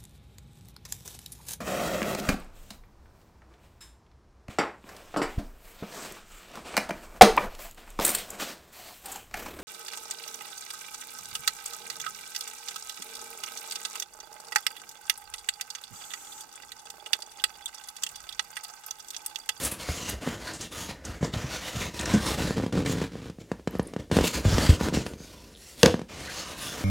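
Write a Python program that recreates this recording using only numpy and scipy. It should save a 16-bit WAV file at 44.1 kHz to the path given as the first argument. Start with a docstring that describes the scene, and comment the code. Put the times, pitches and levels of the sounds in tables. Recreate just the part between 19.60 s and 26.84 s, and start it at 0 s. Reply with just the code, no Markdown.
"""Hands and sleeves hiss over a sheet of foam insulation and bump it, on a carpet in a small room.
The rubbing is countless tiny slips, and the light sheet drums along with them.
A blade then judders along a score line, sticking and jumping. The sheet is bent: it ticks
and squeaks as the foam strains and its cells give way. Near the end a faint hiss swells
and the sheet snaps in two, with a sharp crack and a short, hollow ring."""
import sys
import numpy as np
from scipy import signal
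from scipy.fft import rfft, irfft
from scipy.io import wavfile

SR = 44100
rng = np.random.default_rng(int(sys.argv[2]) if len(sys.argv) > 2 else 0)


def pcm_store(signal):
    """Save signal as 16-bit PCM."""
    levels = np.round(np.clip(np.atleast_2d(signal), -1, 1) * 32767)
    wavfile.write(sys.argv[1], SR, levels.astype(np.int16).T)


N = 319284
TIME = np.arange(N) / SR
SHORT = TIME[:16384]  # the clock for one short sound, in seconds

# Swells of hiss. Most are a hand or sleeve rubbing; the one at 3.247 s is a bright scrape during
# the blade's third pull, and the one at 6.168 s is a faint hiss swelling just before the snap.
# Each row: start in seconds, length in seconds, top of the swell as a share of the length,
# hiss in dB, rasp and sizzle in dB compared with the hiss, drumming in dB.
HISS_SWELLS = [ (-0.02, 0.11, 0.76, -34, -3.5, 1.5, -39), (0.105, 0.033, 0.19, -36.5, -2, -2, -36.5),
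               (0.176, 0.15, 0.28, -41, -3.5, -6.5, -48), (0.263, 0.24, 0.15, -37.5, -4.5, -6.5, -41),
               (0.47, 0.033, 0.92, -34.5, -2.5, -4.5, -40.5), (0.51, 0.08, 0.19, -50.5, 4, -12, -42.5),
               (0.602, 0.17, 0.43, -41.5, 2.5, -7, -38.5), (0.79, 0.17, 0.62, -42, 0, -8, -41.5),
               (0.986, 0.079, 0.55, -40.5, -5.5, -7.5, -41.5), (1.107, 0.16, 0.61, -38, -4, -4.5, -42),
               (1.275, 0.043, 0.85, -42.5, 0.5, -9, -40.5), (1.34, 0.2, 0.91, -60.5, 8, -20, -45.5),
               (1.433, 0.14, 0.13, -47, 2.5, -7, -42), (1.603, 0.077, 0.57, -41.5, 4, -11, -31.5),
               (1.718, 0.16, 0.18, -39, 0.5, -10.5, -38), (1.884, 0.11, 0.63, -35, -2.5, -9.5, -40),
               (1.997, 0.15, 0.6, -38.5, -1, -6, -47.5), (2.137, 0.14, 0.64, -35, -2, -8, -36),
               (2.327, 0.067, 0.76, -42, -3, -6, -44), (2.384, 0.062, 0.3, -39.5, 5, -6, -32.5),
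               (2.443, 0.14, 0.75, -34, 1, -10, -34.5), (2.591, 0.16, 0.59, -32.5, -1.5, -6, -32.5),
               (2.765, 0.16, 0.18, -35.5, 0.5, -8.5, -27), (3.247, 0.082, 1, -36, -4, -5.5, -40),
               (3.786, 0.036, 1, -52, -6, -10, -43.5), (3.869, 0.12, 0.4, -63, 4.5, -9, -50),
               (4.093, 0.086, 0.85, -53.5, 5, -10, -40), (4.192, 0.13, 0.77, -57.5, 2, -7, -40.5),
               (4.377, 0.041, 0.72, -50.5, 0.5, -11, -40), (4.508, 0.14, 0.47, -35, 2, -7, -24.5),
               (4.625, 0.056, 0.99, -28, -9, -3, -48), (4.723, 0.067, 0.19, -34, 0, -3.5, -31),
               (4.831, 0.25, 0.95, -31.5, -0.5, -8.5, -28), (5.082, 0.052, 0.23, -29.5, -3, -7, -26.5),
               (5.187, 0.095, 0.51, -36, 4, -6.5, -27.5), (5.325, 0.077, 0.32, -32.5, -3, -11.5, -28),
               (5.444, 0.085, 0.12, -51, 0.5, -1, -35), (5.564, 0.37, 0.23, -54, -3.5, -3, -50),
               (5.957, 0.31, 0.46, -52, -7.5, -1.5, -79), (6.168, 0.067, 1, -43, -4.5, -1.5, -47),
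               (6.481, 0.2, 1, -40, -2.5, -12, -41.5), (6.681, 0.17, 0.71, -36, -5, -10.5, -46.5),
               (6.815, 0.16, 0.75, -43.5, -0.5, -8.5, -46), (6.956, 0.31, 0.21, -40, -4.5, -3.5, -45),
               (7.113, 0.13, 0.63, -39.5, 2, -7.5, -39.5), ]
# Pulls of the blade. Each row: start in seconds, length in seconds, fastest moment as a share
# of the length, judder in dB, scratch in dB.
BLADE_PULLS = [(2.958, 0.11, 0.1, -26.5, -39.5), (3.122, 0.099, 0.75, -23, -38.5),
               (3.246, 0.12, 0.1, -25.5, -39), (3.37, 0.079, 0.83, -30.5, -38),
               (3.516, 0.17, 0.79, -38, -48)]
# Cells giving way. Each row: start in seconds, level in dB, extra bass in dB, extra crumbling in dB.
CELL_CRACKS = [(0.288, -16.5, -7.5, 3), (0.674, -15.5, -5, 0), (1.628, -16.5, 5, 4), (1.648, -22, -1, -1),
               (2.784, -21.5, -2, 5), (2.907, -15, -6, 4), (2.98, -19.5, 6, 8), (2.999, -21, 9.5, -8),
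               (3.037, -17.5, 2, -1), (3.063, -20, 5, 7), (3.125, -23.5, -2, 12), (3.26, -23, 6, 17.5),
               (3.416, -18.5, 5, 4), (3.554, -29.5, 9, -3), (3.698, -34, 10.5, 15), (3.785, -45, 17, 1),
               (3.9161, -13, -4.5, -2), (3.996, -31.5, -15, 1), (4.074, -12.5, -2, 2), (4.152, -21, 3, 2.5),
               (4.1951, -10.5, 0, -1), (4.336, -22, -25, 5), (4.3632, -17, 0, 1), (4.5, -35, 1, 3),
               (4.514, -10, -6, 3.5), (4.5675, -5.5, -4, 4.5), (4.5874, -4, -22, 0), (4.609, -12, -15, 5),
               (4.641, -17, 4, 1), (4.851, -13, -2, -6), (4.982, -10, 1.5, 11), (5.21, -14.5, 2, 2),
               (5.285, -14.5, -3, 9.5), (5.325, -28, 13, -2), (5.372, -22, 12.5, -3),
               (5.464, -18, -20, 7.5), (5.535, -34.5, 8.5, 16), (5.603, -39.5, 11, -4),
               (6.3415, -11, 0, -4), (6.393, -20, -13, 3), (6.416, -24, 2, 1.5)]
# The piece breaking off. 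Each row: start in seconds, relative crack and ring levels in dB.
BREAKS = [(6.2311, -0.5, 0.5), (6.2591, -8.5, -8)]
# Tones of the freed piece. Each row: pitch in Hz, relative level in dB, fade time in seconds.
# A fade time (t60 in the code) is how long a sound takes to drop by 60 dB.
PIECE_TONES = [(93, -11, 0.2), (123, -24, 0.14), (164, -31, 0.17), (200, -12, 0.11), (236, -9.5, 0.49),
               (321, 0.5, 0.096), (422, -9, 0.074), (458, -4, 0.083), (489, 0, 0.12), (521, -10.5, 0.32),
               (630, -34, .1), (920, -34, 0.065), (1480, -20, 0.054), (2660, -20, 0.046)]
# Soft bumps. Each row: start in seconds, relative level in dB, base pitch in Hz, fade time in seconds.
BUMPS = [(0.289, -17, 81, 0.082), (0.535, -28.5, 70, 0.17), (0.666, -20, 249, 0.13),
         (1.494, -22.5, 79, 0.038), (1.61, -23.5, 126, 0.079), (1.628, -29, 162, 0.12),
         (1.736, -18, 139, 0.03), (1.762, -18, 104, 0.061), (1.842, -19.5, 128, 0.051),
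         (2.152, -25, 121, 0.14), (2.538, -7.5, 196, 0.054), (2.553, -10, 215, 0.09),
         (4.856, -9, 98.6, 0.13), (4.925, -16, 98, 0.16), (5.092, 1, 87.5, 0.076)]
# Tones of the bumped sheet. Each row: multiple of the base pitch, relative level in dB.
BUMP_TONES = [(.7, -3.5), (1.12, 6), (1.6, -3), (2.4, -5.5), (3.7, -16.5)]
# Catches of skin or cloth, then squeaks of foam.
# Each row: start in seconds, peak level in dB, centre pitch in Hz, fade time in seconds.
CATCHES = [(0.034, -20.5, 9400, 0.1), (0.049, -16.5, 8900, 0.067), (0.115, -23, 9500, .09),
           (0.198, -34, 3380, 0.082), (0.291, -36, 1300, 0.06), (0.494, -23, 10800, 0.06),
           (0.935, -32, 7100, 0.25), (1.01, -26.5, 6540, 0.16), (1.451, -27.5, 6700, 0.043),
           (1.646, -25, 5460, 0.023), (1.738, -24, 3440, 0.018), (2.392, -20.5, 3360, 0.024),
           (2.395, -23, 6960, 0.024), (2.411, -22, 7000, 0.015), (2.456, -21, 6040, 0.023),
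           (2.458, -25.5, 1670, 0.072), (2.537, -20.5, 6160, 0.084), (3.258, -28.5, 1940, 0.11)]
FOAM_SQUEAKS = [(0.872, -31, 1710, 0.16), (2.215, -30, 2160, 0.21), (4.109, -38, 11800, 0.0095),
                (4.186, -42, 11800, 0.0098), (4.229, -34, 9700, .012), (4.272, -31, 9350, 0.015),
                (5.94, -48, 3400, 0.0085), (5.95, -42, 3360, 0.0071), (5.96, -39, 3300, 0.0081),
                (5.973, -42, 3340, 0.01), (6.673, -32, 1700, 0.2)]
# The tone colour of each sound. Each row: frequency in Hz, relative strength in dB.
HISS_SPECTRUM = [(290, 4), (500, 22), (807, 1), (960, 2), (1050, 0.5), (1280, 0), (1840, -2.5),
                 (2190, -6.5), (2360, -11), (2930, -10), (7000, -14.5), (10800, -21.5), (12000, -22.5),
                 (14500, -26), (16000, -28)]
DRUM_SPECTRUM = [(21, -79), (35, 0), (59, 1), (97, 0.5), (150, -1), (243, -1), (281, -3), (312, 1.5),
                 (374, -7.5), (416, -4), (540, -9.5), (592, -7.5), (800, -30), (1040, -44), (1760, -120)]
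JUDDER_SPECTRUM = [(26, -88), (45, -1), (91, 2), (139, 6), (179, 7), (213, -5), (270, 6.5), (372, -5.5),
                   (464, 0.5), (613, -13.5), (810, -18.5), (1170, -44), (1500, -31), (1950, -52),
                   (3300, -120)]
SCRATCH_SPECTRUM = [(530, -14), (900, 2.5), (2890, -3.5), (3110, -3), (7680, -11.5), (8660, -16),
                    (9530, -16.5), (13000, -24), (16000, -28)]
CRACK_SPECTRUM = [(29, -65), (50, -13.5), (177, 4.5), (346, -3), (483, -2), (643, -11), (1310, -20),
                  (1520, -24.5), (1710, -16), (2120, -30), (3030, -29.5), (5250, -56), (5910, -58),
                  (7510, -66), (15000, -85)]
SNAP_SPECTRUM = [(300, -33), (700, 0), (1200, -2.5), (2000, -10.5), (2800, 0), (3700, -3), (4900, -4.5),
                 (7500, -13), (10000, -18), (13500, -24), (16000, -29)]
BACKGROUND_SPECTRUM = [(30, 3), (60, 12), (125, -4), (300, -1.5), (520, -6), (800, -24), (2500, -21.5),
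                       (7000, -24), (16000, -34)]


def hissing(crunch_db=-11, thrum_hz=140, thrum_db=1, thrum_per_db=0.29):
    """Swells of hiss and drumming, mostly skin and cloth slipping over cells and crushing a few."""
    grip = undb(1.33 * wobble(90))  # tightens and loosens many times a second
    friction = colour(slips(per_second=9000, spread_db=1) * grip, HISS_SPECTRUM)
    grains = ringing_patches(friction)
    rasp = unit(band(grains, [720, 2500], "bandpass", order=3))
    hiss = unit(band(grains, [2450, 7700], "bandpass", order=4))
    sizzle = unit(band(grains, 8320, "highpass", order=5))
    drum = colour(slips(per_second=590, spread_db=4.5) * grip, DRUM_SPECTRUM)
    crushed_cells = bending_wave(slips(per_second=170, spread_db=2.5), travel_s=0.0015)
    crunch = undb(crunch_db) * colour(crushed_cells, SCRATCH_SPECTRUM)
    *_, hiss_db, rasp_db, sizzle_db, drum_db = np.transpose(HISS_SWELLS)
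    # only a firm touch moves the whole sheet, so the deep thrum fades when the hiss is soft
    thrum = band(drum, thrum_hz, "lowpass", order=1)
    deep_db = drum_db + thrum_db + thrum_per_db * (hiss_db - hiss_db.mean())
    return (hiss * stroke_gain(HISS_SWELLS, hiss_db, swell_db=7)
            + (rasp + crunch) * stroke_gain(HISS_SWELLS, hiss_db + rasp_db, swell_db=6.5)
            + sizzle * stroke_gain(HISS_SWELLS, hiss_db + sizzle_db, swell_db=8)
            + (drum - thrum) * stroke_gain(HISS_SWELLS, drum_db, swell_db=4, release_t60=0.29)
            + thrum * stroke_gain(HISS_SWELLS, deep_db, swell_db=4, release_t60=0.24))


def ringing_patches(friction, count=420, ring_db=1, width=0.062, length_s=0.2):
    """As the contact moves, patch after patch of the sheet rings briefly at a pitch of its own."""
    out = friction.copy()
    window = signal.windows.hann(int(length_s * SR))
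    for when, pitch in rng.random((count, 2)):
        start = when * (N - len(window)) / SR
        hz = 800 * 14 ** pitch
        patch = friction[int(start * SR):][:len(window)]
        ring = signal.lfilter(*signal.iirpeak(hz, 1 / width, fs=SR), patch)
        add(out, start, undb(ring_db) * window * ring)
    return out


def cutting(jumps_per_second=120, jitter=.45, puff_t60=0.05, steady_scratch=0.64):
    """The blade sticks and jumps; each jump kicks the sheet and crushes a few cells."""
    *_, judder_db, scratch_db = np.transpose(BLADE_PULLS)
    gaps, sizes = rng.standard_normal((2000, 2)).T
    at = (np.cumsum(np.exp(jitter * gaps)) * SR / jumps_per_second).astype(int)
    jumps = np.zeros(N)
    jumps[at[at < N]] = undb(2.5 * np.clip(sizes[at < N], -2, 2))
    crushing = steady_scratch + unit(signal.fftconvolve(jumps, fade(puff_t60))[:N])
    scratch = colour(crushing * rng.standard_normal(N), SCRATCH_SPECTRUM)
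    judder = colour(bending_wave(jumps, travel_s=0.00071), JUDDER_SPECTRUM)
    pull = dict(swell_db=3.5, attack_s=0.0038, release_t60=0.19)  # the blade bites, runs and stops
    return (judder * stroke_gain(BLADE_PULLS, judder_db, **pull)
            + scratch * stroke_gain(BLADE_PULLS, scratch_db, **pull))


def snapping(crack_s=0.0034, tear_db=-25, tear_t60=0.31, rattle_db=-32, rattle_t60=0.23, recoil_db=-6):
    """The break races along the score; the sheet springs back, the halves ring, the edges splinter."""
    out, n = np.zeros(N), len(SHORT)
    tones = sum(undb(db) * np.cos(2 * np.pi * hz * SHORT) * fade(t60) for hz, db, t60 in PIECE_TONES)
    tones = bending_wave(band(tones, 3200, "lowpass"), travel_s=0.00116)
    thud = band(click(CRACK_SPECTRUM), 830, "lowpass")
    recoil = peak(bending_wave(thud, travel_s=0.001396), recoil_db)
    for start, crack_db, ring_db in BREAKS:
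        fracture = rng.standard_normal(n) * np.exp(-(SHORT / crack_s) ** 2)
        splinters = slips(per_second=1500, spread_db=7)[:n] * undb(tear_db) * fade(tear_t60)
        crack = signal.fftconvolve(fracture + splinters, click(SNAP_SPECTRUM))[:n]
        # the broken edges keep knocking together, which roughens the ring
        rattle = slips(per_second=820, spread_db=2)[:n] * undb(rattle_db) * fade(rattle_t60)
        ring = tones + signal.fftconvolve(rattle, tones)[:n]
        add(out, start, peak(crack, crack_db + 3) + undb(ring_db - 9.5) * ring + recoil)
    return out


def cracking(crumble_db=-17, crumble_t60=0.033, crumble_rise_s=0.00054):
    """A row of cells lets go: one hollow, falling 'tock' of the sheet with a little crumbling."""
    out = np.zeros(N)
    dull_click = band(click(CRACK_SPECTRUM), 2700, "lowpass")
    tock = peak(bending_wave(dull_click, travel_s=0.00029), 0)
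    bass = band(tock, 360, "lowpass", order=1)
    crumble_shape = fade(crumble_t60) * rise(crumble_rise_s)
    for start, db, bass_db, extra_crumble_db in CELL_CRACKS:
        noise = band(rng.standard_normal(len(SHORT)), [900, 4500], "bandpass", order=1)
        crumbs = peak(band(noise, 9300, "lowpass") * crumble_shape, crumble_db + extra_crumble_db)
        add(out, start, undb(db) * (tock - bass + undb(bass_db) * bass + crumbs))
    return out


def bumping(contact_s=0.0048, sag=0.57, sag_s=0.067):
    """A soft blow makes the sheet flex to and fro; the pitch sags as the slowest waves arrive."""
    out = np.zeros(N)
    slowing_clock = (1 - sag) * SHORT + sag * sag_s * rise(sag_s)
    for start, db, hz, t60 in BUMPS:
        swing = sum(undb(tone_db) * np.sin(2 * np.pi * hz * ratio * slowing_clock)
                    * fade(t60 / np.sqrt(ratio)) for ratio, tone_db in BUMP_TONES)
        add(out, start, peak(swing * rise(contact_s), db - 1.5))
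    return out


def scuffing(width=0.22, rise_s=0.00017):
    """Skin and cloth catch on the surface in short, bright bursts."""
    out = np.zeros(N)
    for start, db, hz, t60 in CATCHES:
        add(out, start, peak(noise_around(hz, width) * fade(t60) * rise(rise_s), db))
    return out


def squeaking(width=0.12, rise_share=0.016):
    """Foam slips against foam or skin in brief, thin squeaks."""
    out = np.zeros(N)
    for start, db, hz, t60 in FOAM_SQUEAKS:
        add(out, start, peak(noise_around(hz, width) * fade(t60) * rise(rise_share * t60), db))
    return out


def room(x, echo_db=-11, low_t60=0.24, high_t60=0.29, first_echo_s=0.00131):
    """A small furnished room adds a weak, short wash of echoes."""
    noise = rng.standard_normal(len(SHORT))
    low = band(noise, 1350, "lowpass", order=1)
    tail = (low * fade(low_t60) + 0.82 * (noise - low) * fade(high_t60)) * (SHORT > first_echo_s)
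    tail /= np.sqrt(np.sum(fade(low_t60) ** 2))
    return x + undb(echo_db) * signal.fftconvolve(x, tail)[:N]


def background(level_db=-53):
    """The faint, steady rumble and hiss of the quiet room."""
    return colour(rng.standard_normal(N), BACKGROUND_SPECTRUM) * undb(level_db)


def stroke_gain(strokes, levels_db, swell_db, attack_s=0.017, release_t60=0.22):
    """Loudness over time: each sound sets in, swells by swell_db and dies away."""
    power = np.zeros(N)
    for (start, length, top, *_), db in zip(strokes, levels_db):
        t = TIME[:SR // 2] - min(start, 0)
        swell = np.interp(t / length, [0, np.clip(top, .01, .99), 1], [0, 1, 0])
        attack = np.minimum(t / attack_s, 1)
        release = np.exp(-np.log(1000) * np.maximum(t - length, 0) / release_t60)
        add(power, start, (undb(db + swell_db * (swell - 1)) * attack * release) ** 2)
    return np.sqrt(power)


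def bending_wave(x, travel_s):
    """High pitches cross the sheet before low ones; travel_s is the delay at 1000 Hz."""
    hz = np.arange(len(x) // 2 + 1) * SR / len(x)
    return irfft(rfft(x) * np.exp(-4j * np.pi * travel_s * np.sqrt(1000 * hz)))


def slips(per_second, spread_db):
    """Tiny slips at random moments, in either direction and of uneven size."""
    happens = rng.random(N) < per_second / SR
    direction = rng.choice([-1, 1], N)
    size = undb(spread_db * np.clip(rng.standard_normal(N), -2, 2))
    return unit(happens * direction * size)


def wobble(per_second):
    """A value that slides from one random number to the next."""
    points = rng.standard_normal(4096)
    return 1.2 * np.interp(TIME * per_second, np.arange(len(points)), points)


def noise_around(hz, width):
    """A short noise near one pitch; a smaller width sounds more like a note."""
    return band(rng.standard_normal(len(SHORT)), [hz / (1 + width), hz * (1 + width)], "bandpass")


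def click(spectrum):
    """A single click with the given tone colour."""
    hz, db = np.transpose(spectrum)
    n = len(SHORT)
    grid_hz = np.maximum(np.arange(n // 2 + 1) * SR / n, 1)
    gains = undb(np.interp(np.log(grid_hz), np.log(hz), db))
    # folding the second half onto the first packs the energy at the start of the click
    folded = irfft(np.log(gains))
    folded[1:n // 2] *= 2
    folded[n // 2 + 1:] = 0
    return irfft(np.exp(rfft(folded)))


def colour(x, spectrum):
    """Give a sound a tone colour, at an average level of 1."""
    return unit(signal.fftconvolve(x, click(spectrum))[:N])


def band(x, hz, kind, order=2):
    """Keep the lows, the highs or a band between; a higher order cuts more sharply."""
    return signal.sosfilt(signal.butter(order, np.minimum(hz, .45 * SR), kind, fs=SR, output="sos"), x)


def rise(seconds):
    """Climb from 0 towards 1, about two thirds of the way in the given time."""
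    return 1 - np.exp(-SHORT / seconds)


def fade(t60):
    """Die away by 60 dB in t60 seconds."""
    return np.exp(-np.log(1000) * SHORT / max(t60, 1e-3))


def undb(db):
    """Turn decibels into a number to multiply by."""
    return 10 ** (np.asarray(db) / 20)


def unit(x):
    """Scale to an average (rms) level of 1."""
    return x / np.sqrt(np.mean(x ** 2))


def peak(x, db):
    """Scale so the highest peak is at db."""
    return x * undb(db) / np.abs(x).max()


def add(out, start, x):
    """Mix a sound in at a start time in seconds."""
    i = max(int(start * SR), 0)
    out[i:i + len(x)] += x[:N - i]


def scene():
    """Everything the sheet does, over the quiet of the room; the same in both ears."""
    sheet = hissing() + cutting() + cracking() + scuffing() + squeaking() + bumping() + snapping()
    quiet = background()
    return np.tile(room(sheet) + quiet, (2, 1))


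def record(dry, bottom_hz=46, top_hz=15900):
    """Drop the deepest bass, round off the loudest peaks and cut the highest treble."""
    lean = band(dry, bottom_hz, "highpass", order=4)
    rounded = .95 * lean / (1 + lean ** 4) ** .25
    return signal.sosfilt(signal.ellip(10, .2, 80, top_hz, fs=SR, output="sos"), rounded)


dry = scene()
out = record(dry)
pcm_store(out)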